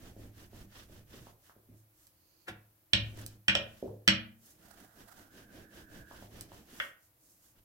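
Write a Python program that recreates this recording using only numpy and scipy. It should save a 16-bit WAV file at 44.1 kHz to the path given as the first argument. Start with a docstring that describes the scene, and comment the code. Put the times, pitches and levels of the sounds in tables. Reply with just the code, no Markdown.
"""A small kitchen, a stereo pair close to the counter: a wooden pin rolls dough on a silicone mat. First come
quick strokes: the barrel rumbles and bumps over the dough, sleeve and floured mat swish. At 2 s the dough peels
off with a thin hiss and flops back. From 2.9 s the pin is set down and knocked: the wood clacks, the counter
booms, the room rings. At 4.6 s a longer bout of rolling starts; alongside it a soft band of hiss and a faint
narrow tone come and go. After 6.8 s the rolling gives way to a hand brushing the mat over the room's hush."""
import sys
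import numpy as np
from scipy import signal
from scipy.fft import rfft, irfft, next_fast_len
from scipy.io import wavfile

SR = 44100
rng = np.random.default_rng(int(sys.argv[2]) if len(sys.argv) > 2 else 0)


def store_pcm(level_fs):
    """Save levels as 16-bit WAV."""
    pcm = np.round(np.clip(level_fs, -1, 1) * 32767).astype(np.int16)
    wavfile.write(sys.argv[1], SR, np.atleast_2d(pcm).T)


N = 336914


# one push or pull of the pin: middle_s, arm_length_s, rumble_db, rubbing_db
STROKES = [(0.061, 0.17, -53.5, -64.5), (0.232, 0.19, -54.5, -70), (0.412, .16, -58.5, -65),
           (0.589, 0.18, -54.5, -65.5), (0.786, 0.18, -60.5, -61), (0.956, 0.18, -58, -67.5),
           (1.158, .18, -57.5, -63), (1.26, 0.19, -67, -69.5), (3.209, .13, -53.5, -60.5),
           (4.65, 0.2, -62.5, -73), (4.807, 0.15, -58.5, -69), (5.006, 0.12, -56, -68),
           (5.2, 0.16, -58, -69.5), (5.386, 0.18, -56.5, -65.5), (5.576, 0.19, -52, -65.5),
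           (5.779, .17, -54.5, -64), (5.965, .17, -51.5, -64.5), (6.146, 0.19, -57.5, -65.5),
           (6.229, 0.13, -59.5, -64.5), (6.38, 0.21, -53.5, -64), (6.56, 0.18, -56.5, -65.5),
           (6.744, 0.23, -59.5, -65)]
# a hand brushes the mat, shifting dough or pin: middle_s, length_s, rumble_db, rubbing_db, swish_db
HAND_MOVES = [(1.472, 0.28, -84, -74, -73), (1.729, 0.19, -66, -91, -93), (1.79, 0.19, -80, -94, -76),
              (2.02, 0.33, -83.5, -81, -72.5), (3.08, 0.38, -58.5, -73, -71.5), (3.32, 0.24, -62, -73, -73),
              (3.776, 0.72, -68.5, -73, -73.5), (4.482, 0.31, -69.5, -73.5, -65.5),
              (6.832, 0.36, -87, -67, -64), (7.047, .22, -84, -95, -75), (7.293, 0.39, -76.5, -88, -70.5),
              (7.457, 0.32, -79.5, -80, -70.5), (7.584, 0.12, -73.5, -76.5, -80)]
# spectra of the floured mat and of the sleeve: frequency_hz, density_db
MAT_COLOUR = [(400, -4.5), (700, -5.5), (1100, -3.5), (1750, 1), (2300, -7.5), (3000, -1.5), (4000, -6),
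              (6000, -8), (10000, -52)]
SLEEVE_COLOUR = [(2000, -50), (4200, -6.5), (6500, 1), (9000, -1.5), (13000, -0.5), (16000, -4)]

def strokes(rumble_lag_s=0.0058, rumble_stretch=1.46, slide_stretch=1.78, swish_follows=0.68):
    """The arm's speed drives barrel, mat and sleeve; their sounds outlast each stroke and overlap."""
    s, length, rumble_db, rubbing_db = np.transpose(STROKES)
    hand_s, hand_length, hand_rumble_db, hand_rubbing_db, hand_swish_db = np.transpose(HAND_MOVES)
    swish_db = -68.5 + swish_follows * (rubbing_db - rubbing_db.mean())
    weight = swells(s + rumble_lag_s, length * rumble_stretch, rumble_db, power=1.8)
    weight += swells(hand_s, hand_length, hand_rumble_db, power=1.8)
    rub = swells(s, length * slide_stretch, rubbing_db, power=4.96)
    rub += swells(hand_s, hand_length, hand_rubbing_db, power=4.96)
    swish = swells(s, length * slide_stretch, swish_db, power=4.1)
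    swish += swells(hand_s, hand_length, hand_swish_db, power=4.1)
    mat = friction(from_db(5.0) * rub, MAT_COLOUR, grain_db=1.0, patchy_db=1.5, pan_db=-2.5)
    sleeve = friction(from_db(5.5) * swish, SLEEVE_COLOUR, grain_db=1.0, patchy_db=1.0, pan_db=-2.0)
    return rolling(weight) + mat + sleeve


# spectrum of the barrel on dough and mat: frequency_hz, density_db
RUMBLE_COLOUR = [(20, 1.5), (45, 1.5), (100, 1.5), (150, -4), (210, -2), (300, -1.5), (450, -8.5),
                 (650, -8.5), (900, -20.5), (1400, -26), (2500, -23), (6000, -72.5)]
# how hard the hands lean on the counter: time_s, bass_gain_db
LEAN = [(0, 2), (1.3, 7.5), (1.75, 5.5), (3.3, 2.5), (4.7, -6), (5.7, -4.5), (6.3, 0.5), (6.7, -3.5),
        (7.3, -7), (7.6, 8.5)]

def rolling(weight, lumpy_db=0.5, mat_db=-0.5, counter_db=-6, deep_hz=140):
    """Uneven dough under the barrel shakes mat and counter, with more bass as the hands lean harder."""
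    load = weight * rms_one(from_db(lumpy_db * flutter(35)))
    shake = load * rng.standard_normal(N)
    boom = rms_one(body(COUNTER_MODES, lambda hz: shake)) * np.std(shake)
    rumble = from_db(mat_db) * load * diffuse(RUMBLE_COLOUR) + from_db(counter_db) * boom
    bass = from_db(in_time(LEAN)) * cut(rumble, deep_hz, "low", order=3)
    return pan(bass + cut(rumble, deep_hz, "high", order=3), pan_db=-2.36)


# hard contacts of the pin: start_s, thump_db, thump_hz, knock_db, then wood_db in four zones, low to high
CLACKS = [(2.9335, -29, 95, -29.5, -19.5, -15.5, -8, -17),
          (3.482, -33.5, 148.6, -32, -14.5, -7.5, -13.5, -17.5),
          (3.4961, -60, 152, -50, -19.5, -12, -20, -45),
          (3.5518, -36.5, 103.5, -20.5, -21.5, -19.5, -16.5, -20),
          (4.0774, -26.5, 194.3, -26, -10.5, -13, -12.5, -9.5),
          (4.085, -49, 201, -35.5, -19.5, -12, -8.5, -17), (6.8005, -75, 300, -36, -19, -37.5, -21, -47.5)]
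# the wood's bright ring and the hollow knock: pitch_hz, level_db, t60_s
WOOD_MODES = [(1479, -20, 0.072), (1620, -15, 0.05), (1670, -8.5, 0.015), (1877, -18.5, 0.12),
              (2128, -3.5, 0.0075), (2425, -12.5, 0.071), (2840, -6, 0.013), (2883, -5, .036),
              (3065, -5, 0.013), (3460, -6.5, .016), (3914, -9.5, 0.01), (4460, -10.5, 0.0094),
              (5506, -6.5, 0.013), (7794, -12, 0.014)]
HOLLOW_MODES = [(420, -6, 0.012), (558, -3, 0.062), (579.6, 4, 0.027), (619.6, 5, 0.0098),
                (770, -23, 0.0029), (1130, -9, 0.0028)]

def clacks(crack_db=21, zones_hz=(1860, 2400, 3200, 5130)):
    """Wood meets wood: where the pin is struck decides which modes answer; the counter booms below."""
    s, thump_db, thump_hz, knock_db, *wood_db = np.transpose(CLACKS)

    def blow(hz):
        return clicks(s, [at_hz(np.c_[zones_hz, row], hz) for row in np.transpose(wood_db)])

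    wood = cut(body(WOOD_MODES, blow), 1100, "high")   # the slim barrel radiates little bass
    wood += from_db(crack_db) * crack(blow)
    hollow = body(HOLLOW_MODES, lambda hz: clicks(s, knock_db))
    counter = thumps(s, thump_db, thump_hz, octave_fall_db=7.5)
    return kitchen(wood + hollow, wet_db=-3.0, build_s=0.00097) + kitchen(counter, wet_db=-12.0)


# spectrum of the crack that opens a clack: frequency_hz, density_db
CRACK_COLOUR = [(800, -25), (1150, -16), (1550, 2), (2900, 7.5), (4000, -6), (6000, -11.5), (8000, -14),
                (9500, -20), (16000, -26)]

def crack(force_at, ring_s=0.0019):
    """Countless short-lived modes of the wood merge into a burst of noise, new for every blow."""
    fade = np.exp(-2 / (ring_s * SR))
    edges_hz = np.geomspace(800, 16000, 12)
    burst = 0
    for low, high in zip(edges_hz, edges_hz[1:]):
        hz = np.sqrt(low * high)
        energy = signal.lfilter([1 - fade], [1, -fade], force_at(hz) ** 2 + 1e-24)
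        band = cut(np.sqrt(energy) * rng.standard_normal(N), [low, high], "band")
        burst += from_db(at_hz(CRACK_COLOUR, hz)) * band
    return burst


# resonances of the counter under the mat: pitch_hz, level_db, t60_s
COUNTER_MODES = [(43, -7.5, 0.42), (65, -5, 0.36), (84, -7, 0.23), (107.5, -0.5, .68), (111, -13, .22),
                 (139.9, -8.5, 0.5), (165.4, -10, 0.13), (196.5, 0.5, 0.33), (226, -10, 0.53),
                 (265, -14, 0.017), (318, -0.5, 0.34)]

def thumps(s, db, pitch_hz, octave_fall_db):
    """The counter booms, most strongly in the modes near the pitch of each thump."""
    return body(COUNTER_MODES, lambda hz: clicks(s, db - octave_fall_db * np.abs(np.log2(hz / pitch_hz))))


# barrel and hand bump on dough and mat: start_s, level_db, pitch_hz, t60_s, nudge_db
BUMPS = [(0.164, -44, 474, 0.0045, -50), (0.531, -46.5, 523, 0.0018, -56), (0.896, -50, 450, .005, -53),
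         (1.138, -45.5, 363, .005, -62), (1.269, -42.5, 750, 0.0014, -69),
         (1.496, -45.5, 1200, 0.0026, -80), (1.563, -52.5, 450, 0.0071, -62.5),
         (1.687, -51, 248, 0.0087, -54), (3.0081, -47, 199, 0.023, -36), (3.1751, -47, 500, .006, -47),
         (3.826, -26.5, 475.7, 0.011, -51.5), (3.841, -32, 400, 0.017, -58.5),
         (3.858, -35, 516, 0.032, -60.5), (3.878, -44, 820, 0.014, -41.5), (6.112, -39, 950, 0.0036, -55),
         (6.224, -42, 670, 0.0053, -53), (6.327, -57, 300, .008, -52.5), (6.518, -41.5, 809, 0.0034, -91),
         (6.729, -48, 288, 0.013, -68.5)]

def bumps():
    """Cushioned contacts: a dull, briefly ringing pulse that also nudges the counter."""
    pulses = 0
    for s, db, hz, t60, _ in BUMPS:
        pulse = ring(clicks([s], 0), hz, t60)
        pulse = cut(pulse, 1.6 * hz, "low", order=6)
        pulse = cut(pulse, 0.5 * hz, "high", order=1)
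        pulses += from_db(db) * pulse / np.abs(pulse).max()
    s, *_, nudge_db = np.transpose(BUMPS)
    return kitchen(pulses, wet_db=-3.0) + thumps(s, nudge_db, pitch_hz=107, octave_fall_db=10.0)


# small sharp ticks of the handle: start_s, level_db
TICKS = [(2.069, -44.5), (2.075, -50), (3.174, -41.5), (3.2633, -26.5), (6.4095, -27.5)]

def ticks(ring_s=0.0015):
    """The handle gives tiny bright snaps, over in a few milliseconds."""
    t = np.arange(SR // 50) / SR
    snap = cut(rng.standard_normal(len(t)) * np.exp(-t / ring_s), 4500, "high", order=1)
    snaps = np.convolve(clicks(*np.transpose(TICKS)), snap / np.abs(snap).max())[:N]
    return kitchen(snaps, wet_db=-4.0)


# spectrum of dough slapping the mat: frequency_hz, density_db
FLOP_COLOUR = [(40, -21), (150, -4.5), (350, -3.5), (500, -5), (700, -5), (950, -5.5), (1300, -1.5),
               (1750, 0.5), (2300, -3.5), (3300, -9), (5000, -17), (9000, -22), (16000, -28)]

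def flop(land_s=2.486, slap_db=-38, attack_s=0.0051, decay_s=0.012, settle_s=0.012):
    """Soft dough lands: a dull slap that spreads over a few milliseconds and nudges the counter."""
    t = np.arange(N) / SR - land_s
    envelope = np.exp(-np.maximum(-t / attack_s, t / decay_s))
    slap = from_db(slap_db) * envelope * diffuse(FLOP_COLOUR)[0]
    counter = thumps([land_s + settle_s], db=-48.5, pitch_hz=115, octave_fall_db=3.5)
    return pan(kitchen(slap, wet_db=-8.0), pan_db=-1.0) + counter


# spectrum of the soft band of hiss: frequency_hz, density_db
SOFT_BAND_COLOUR = [(450, -17), (700, 2), (1050, -8), (1400, 0), (1700, -9), (1900, -5.5), (2300, -18),
                    (4000, -14)]

def soft_band():
    """Off to the right a soft, dry band of hiss rises, holds and fades."""
    level = held(start_s=4.58, end_s=5.3, db=-63, attack_s=0.092, release_s=0.062)
    return friction(level, SOFT_BAND_COLOUR, grain_db=1.0, patchy_db=4.0, pan_db=-9.0)


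# drift of the narrow band: time_s, pitch_hz
NARROW_BAND_PITCH = [(4.62, 1550), (4.66, 1478), (4.762, 1660), (5.23, 1480), (5.35, 1581), (6.01, 1635),
                     (6.22, 1522)]

def narrow_band(start_s=4.6, waver_hz=14.1, width_hz=220, growth_db_per_s=8):
    """A narrow noise band stands out of the soft hiss and outlasts it, drifting and growing."""
    hz = in_time(NARROW_BAND_PITCH) + waver_hz * flutter(11.96)
    noise = rng.standard_normal((2, N)) + 1j * rng.standard_normal((2, N))
    wobble = cut(noise, width_hz / 2, "low")
    band = rms_one(np.real(wobble * np.exp(2j * np.pi * np.cumsum(hz) / SR)))
    level = held(start_s, end_s=6.25, db=-74.5, attack_s=0.028, release_s=0.06)
    growth = from_db(growth_db_per_s * (np.arange(N) / SR - start_s))
    return pan(level * growth * band, pan_db=-6.5)


# spectrum of dough leaving the mat: frequency_hz, density_db
PEEL_COLOUR = [(40, -25), (150, -6), (330, 8), (700, -15), (2000, -12), (2600, -2), (3600, -15),
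               (4400, 6.5), (4900, 3), (5500, -7), (6300, 1), (8500, -18), (13000, -8)]

def peel():
    """The dough peels off the mat with a thin hiss, mostly in the right microphone."""
    level = held(start_s=2.04, end_s=2.47, db=-77, attack_s=0.25, release_s=0.027)
    return friction(level, PEEL_COLOUR, grain_db=3.0, patchy_db=0.5, pan_db=-14.5)


# reverberation of the small kitchen: frequency_hz, t60_s
ROOM_DECAY = [(100, 0.47), (500, 0.42), (1500, 0.35), (3000, 0.3), (5500, 0.21), (8000, 0.14),
              (14000, 0.094)]
# direct sound of a contact at the two microphones: frequency_hz, left_minus_right_db
MIC_BALANCE = [(100, 2), (250, 1.5), (550, -5.5), (1100, 1), (1700, 11), (2300, 7), (3000, -9), (5000, -7),
               (9000, -9.5), (15000, 0)]

def kitchen(x, wet_db, build_s=0.0032, left_lag_s=0.00017):
    """Direct sound reaches the right microphone first; dense reflections follow, the treble dying first."""
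    t = np.arange(SR * 3 // 4) / SR
    white = rfft(diffuse([(20, 0), (20000, 0)], size=len(t)), SR)
    hz, centres = np.fft.rfftfreq(SR, 1 / SR), np.array(ROOM_DECAY)[:, 0]
    tail = 0
    for share, (_, t60) in zip(np.eye(len(ROOM_DECAY)), ROOM_DECAY):
        band = irfft(white * at_hz(np.c_[centres, share], hz), SR)[:, :len(t)]
        tail += band * from_db(-60 * t / t60)
    tail *= 1 - np.exp(-(t / build_s) ** 2)
    tail = pan(tail / np.sqrt(np.sum(tail ** 2) / 2), pan_db=-0.2)
    length = next_fast_len(N + SR, True)
    hz = np.fft.rfftfreq(length, 1 / SR)
    delay = np.exp(-2j * np.pi * hz * left_lag_s)
    direct = pan(np.array([delay, np.ones_like(delay)]), at_hz(MIC_BALANCE, hz))
    response = direct + from_db(wet_db) * rfft(tail, length)
    return irfft(rfft(x, length) * response, length)[:, :N]


# spectrum of the kitchen's room tone: frequency_hz, density_db
HUSH_COLOUR = [(20, -15), (50, -6), (105, -0.5), (160, -7.5), (260, -16.5), (318, -0.5), (400, -18.5),
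               (510, -10), (800, -15), (1600, -18.5), (3200, -22), (8500, -22.5), (12500, -13),
               (16000, -16.5)]

def hush(level_db=-68.5):
    """Faint, steady room tone all around the microphones."""
    return from_db(level_db) * diffuse(HUSH_COLOUR)


# how alike the two microphones hear diffuse sound: frequency_hz, correlation
MIC_LIKENESS = [(60, 0.95), (300, .88), (640, 0.37), (1400, 0), (3000, 0), (15000, 0)]

def diffuse(colour, size=N):
    """Coloured stereo noise, alike on both sides in the bass only; rms 1."""
    length = next_fast_len(size, True)
    hz = np.fft.rfftfreq(length, 1 / SR)
    mid, side = rfft(rng.standard_normal((2, length)))
    alike = np.clip(at_hz(MIC_LIKENESS, hz), -1, 1)
    both = np.sqrt(1 + alike) * mid + np.sqrt(1 - alike) * side * [[1], [-1]]
    return rms_one(irfft(both * from_db(at_hz(colour, hz)), length)[:, :size])


def friction(level, colour, grain_db, patchy_db, pan_db):
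    """Sliding surfaces catch and let go: a soft hiss with a fine grain."""
    grain = rms_one(from_db(grain_db * flutter(570) + patchy_db * flutter(32)))
    return pan(level * grain * diffuse(colour), pan_db)


def swells(middles_s, lengths_s, levels_db, power):
    """Gain of arm movements: the speed of each is half a sine, and the sound grows as a power of it."""
    t, energy = np.arange(N) / SR, np.zeros(N)
    for s, length, db in zip(middles_s, lengths_s, levels_db):
        moving = np.abs(t - s) < length / 2
        speed = np.abs(np.cos(np.pi * (t[moving] - s) / length))
        energy[moving] += (from_db(db) * speed ** power) ** 2
    return np.sqrt(energy)


def held(start_s, end_s, db, attack_s, release_s):
    """Gain that rises, holds and falls."""
    t = np.arange(N) / SR
    return from_db(db) * np.clip(np.minimum((t - start_s) / attack_s, (end_s - t) / release_s), 0, 1)


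def body(modes, force_at):
    """Modes in parallel with alternating signs, each driven by the force at its own frequency."""
    return sum((-1) ** k * from_db(db) * ring(force_at(hz), hz, t60)
               for k, (hz, db, t60) in enumerate(modes))


def ring(force, hz, t60):
    """A unit click sets a sine of height 1 ringing."""
    decay, angle = from_db(-60 / (t60 * SR)), 2 * np.pi * hz / SR
    return signal.lfilter([0, np.sin(angle)], [1, -2 * decay * np.cos(angle), decay ** 2], force + 1e-18)


def clicks(times_s, db):
    """One impulse per contact."""
    force = np.zeros(N)
    force[np.round(np.asarray(times_s) * SR).astype(int)] = from_db(db)
    return force


def flutter(rate_hz):
    """Smooth random wavering; rms 1."""
    return rms_one(cut(rng.standard_normal(2 * N), rate_hz, "low")[N:])


def in_time(points):
    """Join a table's points in time by straight lines."""
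    return np.interp(np.arange(N) / SR, *np.transpose(points))


def at_hz(points, hz):
    """Read a table on a log-frequency axis."""
    points_hz, value = np.transpose(points)
    return np.interp(np.log(np.maximum(hz, 1)), np.log(points_hz), value)


def cut(x, hz, kind, order=2):
    """Butterworth filter."""
    sections = signal.butter(order, np.clip(hz, 10, .45 * SR), kind, fs=SR, output="sos")
    return signal.sosfilt(sections, x + 1e-18)


def pan(x, pan_db):
    """Left louder than right by pan_db."""
    return x * from_db(np.array([[1], [-1]]) * pan_db / 2)


def from_db(db):
    """Decibels to gain."""
    return 10 ** (np.asarray(db) / 20)


def rms_one(x):
    """Scale to unit rms."""
    return x / np.sqrt(np.mean(x ** 2) + 1e-20)


def scene():
    """Pin and dough close by on the counter, the hush of the kitchen behind."""
    return strokes() + clacks() + bumps() + ticks() + flop() + soft_band() + narrow_band() + peel() + hush()


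def record(dry, ceiling=0.7, cutoff_hz=16100):
    """The highest peaks are rounded and the top treble is cut steeply."""
    rounded = ceiling * np.tanh(dry / ceiling)
    return signal.sosfilt(signal.ellip(12, .1, 80, cutoff_hz, fs=SR, output="sos"), rounded)


dry = scene()
out = record(dry)
store_pcm(out)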